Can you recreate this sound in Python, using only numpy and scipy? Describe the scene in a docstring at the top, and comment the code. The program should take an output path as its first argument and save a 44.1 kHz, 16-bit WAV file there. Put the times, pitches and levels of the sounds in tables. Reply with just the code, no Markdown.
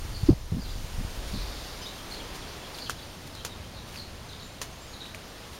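"""Swallows in a breezy tree

Two swallows twitter some way off: buzzy chirps, quick slurs, thin whistles and one long wheeze,
all made by the syrinx, a bird's voice box. A few dry clicks snap nearer by. Wind thumps on the
microphone at first, makes the camera turn itself down, then settles to a faint rumble under leaves."""
import sys
import numpy as np
from scipy import signal
from scipy.fft import rfft, irfft, next_fast_len
from scipy.io import wavfile
from scipy.ndimage import uniform_filter1d, minimum_filter1d, map_coordinates

SR = 44100
rng = np.random.default_rng(int(sys.argv[2]) if len(sys.argv) > 2 else 0)


def wav_out(sig):
    """Save sig, one row per channel (or a flat mono array), as 16-bit PCM at SR to the path in sys.argv[1]."""
    wavfile.write(sys.argv[1], SR, np.round(np.clip(np.atleast_2d(sig).T, -1, 1) * 32767).astype(np.int16))


N = 246519


def note(length, hz, glide_oct, rough, rasp_hz=580, rasp_rate=900, overtone_db=-23):
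    """One whistle sliding through its pitch; a fast flutter of the syrinx roughens it."""
    size = max(int(length * SR), 64)
    progress = np.linspace(0, 1, size)
    pitch = hz * 2 ** (glide_oct * (progress - .5)) + rough * rasp_hz * wobble(rasp_rate, size)
    phase = 2 * np.pi * np.cumsum(pitch) / SR
    swell = np.sqrt(np.abs(np.sin(np.pi * progress))) * amp(10 * rough * wobble(270, size))
    return unit(swell * (np.sin(phase) + amp(overtone_db) * np.sin(2 * phase)))


# Buzzy chirps, the main syllable.
# Each row: start in seconds, length in seconds, pitch in Hz, relative level in dB, roughness 0 to 1.
BUZZES = [(.128, 0.058, 4450, -43, 0.42), (.259, 0.066, 4650, -47.5, 1), (0.59, 0.054, 4730, -45, 0.32),
          (0.691, 0.042, 4720, -47, .2), (1.33, 0.064, 4200, -46, 0.28), (2.106, 0.054, 4300, -39.5, 0.4),
          (2.741, 0.024, 4160, -45, .5), (2.794, .065, 4450, -40, 0.53), (3.326, 0.1, 4120, -49.5, 0.35),
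          (3.49, 0.054, 3790, -49, 0.22), (3.738, .07, 4110, -48.5, 0.56), (3.963, .07, 4340, -42.5, 0.44),
          (4.326, .05, 3830, -47.5, 0.8), (4.391, 0.044, 4100, -46.5, .55),
          (5.001, 0.033, 3916, -39.5, 0.35), (5.042, 0.047, 3700, -48.5, .85)]
# Quick falling notes. Each row: start in seconds, pitch in Hz, relative level in dB.
FALLING_NOTES = [(.645, 3970, -45), (1.976, 3320, -46), (2.19, 3220, -43.5), (2.419, 3220, -47),
                 (2.633, 3200, -44.5), (2.861, 3170, -40.5), (2.979, 3700, -47.5), (4.288, 3880, -44.5),
                 (4.929, 4050, -43.5)]
# Quick rising notes. Each row: start in seconds, pitch in Hz, relative level in dB.
RISING_NOTES = [(.685, 3680, -47), (1.854, 3700, -37.5), (2.341, 4430, -47), (2.475, 4430, -47),
                (3.018, 4480, -47.5)]
# Thin whistles. Each row: start in seconds, length in seconds, pitch in Hz, relative level in dB.
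WHISTLES = [(3.38, 0.037, 3190, -48), (3.637, 0.016, 3160, -49), (4.257, .04, 6250, -57),
            (4.421, .077, 7080, -56), (4.715, .041, 6410, -57), (4.808, .044, 7400, -55),
            (4.87, 0.11, 6620, -56)]
# The tones of one nasal squeak. Each row: multiple of the base pitch, relative level in dB.
SQUEAK_TONES = [(3, -43.5), (5, -43.5), (6, -47.5)]

def twitter(slur_s=0.0259, squeak_at_s=1.815, squeak_s=0.026, squeak_hz=1004):
    """The swallows sing a few kinds of syllable, each with its own slide in pitch."""
    song = np.zeros(N)
    for start, length, hz, db, rough in BUZZES:
        add(song, start, amp(db) * note(length, hz, glide_oct=-.13, rough=rough))
    for rows, glide_oct in (FALLING_NOTES, -.29), (RISING_NOTES, .294):
        for start, hz, db in rows:
            add(song, start, amp(db) * note(slur_s, hz, glide_oct, rough=.22))
    for start, length, hz, db in WHISTLES:
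        add(song, start, amp(db) * note(length, hz, glide_oct=0, rough=.15))
    for multiple, db in SQUEAK_TONES:
        add(song, squeak_at_s, amp(db) * note(squeak_s, multiple * squeak_hz, glide_oct=0, rough=.15))
    return song


# Where the bird's throat rings. Each row: centre in Hz, width in Hz, relative level in dB.
THROAT = [(3750, 830, 6), (4480, 390, 5.5), (4960, 1200, 4)]

def wheeze(start_s=1.295, end_s=1.94, rise_s=0.041, fall_s=0.098, sag_db_per_s=10, pulse_hz=172):
    """A hoarse hiss, pulsed by the syrinx and shaped by the throat, that weakens as it is held."""
    t = np.arange(N) / SR
    swell = np.clip(np.minimum((t - start_s) / rise_s, (end_s - t) / fall_s), 0, 1)
    level = swell * amp(-43.5 - sag_db_per_s * (t - start_s))
    pulse_rate = pulse_hz * (1 + .15 * wobble(30))
    pulses = 1 + 0.45 * np.sin(2 * np.pi * np.cumsum(pulse_rate) / SR)
    throat = lambda f: sum(amp(db) / (1 + (2 * (f - hz) / width) ** 4) for hz, width, db in THROAT)
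    return level * unit(filtered(pulses * rng.standard_normal(N), throat))


# Dry clicks. Each row: start in seconds, level in dB, ringing pitch in Hz,
# then the crack and its scatter, both in dB compared with that level.
CLICKS = [(2.786, -32, 3400, -7, -10), (2.8965, -17.5, 1420, -8.5, -19.5), (2.905, -32.5, 7600, 0.5, -6),
          (3.3508, -36.5, 4000, -4, -13), (3.449, -31.5, 1310, 2.5, -0.5), (3.959, -30.5, 2650, -17, -17),
          (4.6155, -31.5, 875, 3.5, 1), (5.056, -37, 2450, -14, -11), (5.147, -28, 2370, -12, -16.5)]
# The tone of a crack. Each row: frequency in Hz, relative level in dB.
CRACK_TONE = [(150, -5), (600, -2.5), (1500, -2), (2500, -3), (4500, -2.5), (6800, -1.5), (9000, -8.5),
              (12000, -10.5), (15500, -17)]

def clicks(ring_t60=0.0062, crack_t60=0.022, scatter_t60=0.12):
    """A snap rings briefly, then scatters off leaves and branches. A t60 is seconds to fade by 60 dB."""
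    track, t = np.zeros(N), np.arange(SR // 4) / SR
    for start, db, hz, crack_db, scatter_db in CLICKS:
        ring = 2 * np.sin(2 * np.pi * hz * t) * amp(-60 * t / ring_t60) * (1 - np.exp(-t / 0.00017))
        crack = amp(crack_db - 60 * t / crack_t60) * noise(CRACK_TONE, len(t))
        scatter_level = amp(scatter_db - 60 * t / scatter_t60) * (1 - np.exp(-t / 0.00047))
        scatter = scatter_level * noise(CRACK_TONE, len(t))
        add(track, start, amp(db) * (ring + crack + scatter))
    return track


# Wind thumps. Each row: middle in seconds, level in dB, pitch in Hz, length of its wake in seconds.
THUMPS = [(0.054, -25.5, 70, 0), (0.236, -18.5, 95, 0), (0.2936, -6, 306.6, .036), (.525, -15.5, 131, .072),
          (0.758, -24, 50, 0), (.848, -32, 157, 0), (.986, -25, 115, .024), (1.05, -22.5, 65, 0),
          (1.339, -26, 176, .036)]
# The tone of the churning air in a thump. 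Each row: frequency in Hz, relative level in dB.
CHURN_TONE = [(40, 4), (200, -5.5), (380, -8.5), (550, -17), (1000, -23), (1600, -37), (5000, -76)]

def thumps(churn_db=-12, half_s=0.0034, gap_s=.012, wake_db=-2.5, fade_db_per_s=112, wake_hz=155):
    """Swirls of air (eddies) strike the microphone; some trail a wake of weaker, uneven ones."""
    t, track = np.arange(N) / SR, np.zeros(N)
    churn = amp(churn_db) * noise(CHURN_TONE)
    eddy = lambda at, hz: bump(at, half_s) * (np.sin(2 * np.pi * hz * (at - t)) + churn)
    for middle, db, hz, wake_s in THUMPS:
        track += amp(db) * eddy(middle, hz)
        for k in range(round(wake_s / gap_s)):
            late, detune = rng.uniform(-1, 1, size=2)
            delay = gap_s * (k + 1 + 0.23 * late)
            pitch = wake_hz * 2 ** (.6 * detune)
            track += amp(db + wake_db - fade_db_per_s * delay) * eddy(middle + delay, pitch)
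    return track


# The tone of wind on the microphone. Each row: frequency in Hz, relative level in dB.
RUMBLE_TONE = [(12, -9.5), (25, 6), (55, 4), (110, -7), (200, -21), (350, -27.5), (700, -42), (2000, -90)]

def wind_rumble(gust_db=-36, gust_end_s=1.45, drop_s=.08, lull_db=-42, fade_db_per_s=6, calm_db=-54):
    """A gust buffets the microphone, drops quickly, then dies down to a calm."""
    since_gust = np.arange(N) / SR - gust_end_s
    fading_db = np.maximum(lull_db - fade_db_per_s * since_gust, calm_db)
    level_db = gust_db + (fading_db - gust_db) * np.clip(since_gust / drop_s, 0, 1)
    return amp(level_db + 1.06 * wobble(24)) * noise(RUMBLE_TONE)


# The breeze in the tree. Each row: time in seconds, relative levels of air rush and leaf hiss in dB.
BREEZE = [(0.88, -49, -56), (1.06, -47, -55.5), (1.42, -45, -54.5), (1.89, -46.5, -56),
          (2.22, -44.5, -57.5), (2.78, -46, -58), (2.95, -48.5, -58.5), (3.74, -49.5, -62),
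          (4.37, -49.5, -61.5), (5.59, -48.5, -60)]
# The tones of the rush and of the hiss. Each row: frequency in Hz, relative level in dB.
RUSH_TONE = [(40, -15.5), (130, -5.5), (300, 0.5), (550, 0.5), (1000, -2.5), (1600, -6), (2400, -8),
             (3200, -8), (4500, -10), (6500, -17.5), (8500, -21), (16000, -58)]
HISS_TONE = [(800, -5), (2300, -3.5), (3200, -0.5), (4500, 0), (6000, -1), (7200, -2.5), (9000, -5.5),
             (12000, -8), (15500, -11.5)]

def breeze():
    """Air rushes through the tree and makes its leaves hiss."""
    rush_db, hiss_db = curves(BREEZE)
    rush = amp(rush_db + 2) * patchy(noise(RUSH_TONE), depth_db=0.56)
    hiss = amp(hiss_db + 8) * patchy(noise(HISS_TONE), depth_db=1.3)
    return rush + hiss


# Brief rustles. Each row: middle in seconds, level in dB, half length in seconds.
RUSTLES = [(1.287, -46, .015), (2.115, -47.5, 0.027), (2.36, -45.5, .015), (2.767, -48, 0.031),
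           (3.276, -46.5, 0.0065), (3.889, -50.5, .0083), (3.956, -46.5, 0.041), (5.545, -49.5, 0.02)]
# The tone of a rustle. Each row: frequency in Hz, relative level in dB.
LEAF_TONE = [(1500, -2), (4000, 1.5), (7000, -4.5), (10000, -7), (15500, -12.5)]

def rustles():
    """Leaves brush together in short grainy swishes."""
    strokes = sum(amp(db) * bump(middle, half_s) for middle, db, half_s in RUSTLES)
    return strokes * unit(noise(LEAF_TONE) * amp(2.1 * wobble(600)))


# The tone of the far-off rumble. Each row: frequency in Hz, relative level in dB.
DRONE_TONE = [(25, -5.5), (60, 0.5), (85, 3), (140, -2), (220, -5), (400, -17), (1200, -47)]

def distant_drone(level_db=-48.5, swell_db=3.5):
    """A low, far-off outdoor rumble that swells once."""
    return amp(level_db + swell_db * bump(middle_s=3.72, half_s=0.45)) * noise(DRONE_TONE)


def tree_echo(x, t60):
    """The trees around send back a short, blurred echo."""
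    t = np.arange(SR // 2) / SR
    tail = rng.standard_normal(len(t)) * amp(-60 * t / t60) * (1 - np.exp(-t / 0.0061))
    return signal.fftconvolve(x, tail / np.linalg.norm(tail))[:N]


def gain_control(x, limit_db=-8.5, duck_s=0.048, hold_s=0.12, recover_db_per_s=17.5):
    """A peak over the limit turns the volume down; it stays there a moment, then creeps back up."""
    excess_db = np.maximum(20 * np.log10(np.abs(x).max(axis=0) + 1e-9) - limit_db, 0)
    hold = round(hold_s * SR)
    held_db = -minimum_filter1d(-excess_db, size=hold, origin=(hold - 1) // 2)
    recovery_db = recover_db_per_s * np.arange(N) / SR
    cut_db = np.maximum.accumulate(held_db + recovery_db) - recovery_db
    lag = np.exp(-1 / (duck_s * SR))
    return x * amp(-signal.lfilter([1 - lag], [1, -lag], cut_db))


def amp(db):
    """Turn decibels into a multiplier."""
    return 10 ** (np.asarray(db) / 20)


def unit(x):
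    """Scale a sound to an average strength (rms) of 1."""
    return x / np.sqrt(np.mean(x ** 2) + 1e-20)


def bump(middle_s, half_s):
    """A bell-shaped rise to 1 and back."""
    return np.exp(-((np.arange(N) / SR - middle_s) / half_s) ** 2 / 2)


def curves(rows):
    """Join timed rows with straight lines, one curve for each column after the time."""
    times, *columns = np.transpose(rows)
    return [np.interp(np.arange(N) / SR, times, column) for column in columns]


def wobble(rate, size=N):
    """A smooth curve through `rate` random points a second."""
    points = rng.standard_normal(int(size * rate / SR) + 4)
    return map_coordinates(points, [np.arange(size) * rate / SR])


def filtered(x, response):
    """Multiply each frequency in a sound by response(hz)."""
    size = x.shape[-1]
    padded = next_fast_len(size + 8192)
    return irfft(rfft(x, padded) * response(np.fft.rfftfreq(padded, 1 / SR)), padded)[..., :size]


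def noise(tone, size=N):
    """Noise of strength 1, shaped by a tone table."""
    freqs, db = np.transpose(tone)
    response = lambda hz: amp(np.interp(np.log(hz + 1), np.log(freqs), db))
    return unit(filtered(rng.standard_normal(size), response))


def patchy(x, depth_db):
    """Let patches of low and high sound swell and fade on their own."""
    spectra = signal.stft(x, nperseg=512)[2]
    patches = uniform_filter1d(rng.standard_normal(spectra.shape), size=6, axis=0)
    patches = uniform_filter1d(patches, size=12, axis=1)
    return unit(signal.istft(spectra * amp(depth_db * unit(patches)), nperseg=512)[1][:N])


def add(track, start_s, sound):
    """Mix a sound into the track at its start time."""
    start = max(round(start_s * SR), 0)
    track[start:start + len(sound)] += sound[:len(track) - start]


def scene():
    """Everything lies straight ahead; only the bright echo of the clicks spreads sideways."""
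    song = twitter() + wheeze()
    birds = amp(-4) * song + amp(-6) * tree_echo(song, t60=0.41)
    snaps = clicks()
    background = thumps() + wind_rumble() + breeze() + distant_drone() + rustles()
    mid = birds + snaps + background
    side = amp(-49) * filtered(tree_echo(snaps, t60=0.1), lambda hz: hz > 4100)
    return np.array([mid + side, mid - side])


def record(dry):
    """The camera turns down after a loud peak, and loses a narrow treble band and the very top."""
    notch_hz, top_hz = 7830, 15830
    notch = lambda hz: np.abs(hz - notch_hz) / np.hypot(hz - notch_hz, 280)
    return filtered(gain_control(dry), lambda hz: notch(hz) * (hz < top_hz))


dry = scene()
out = record(dry)
wav_out(out)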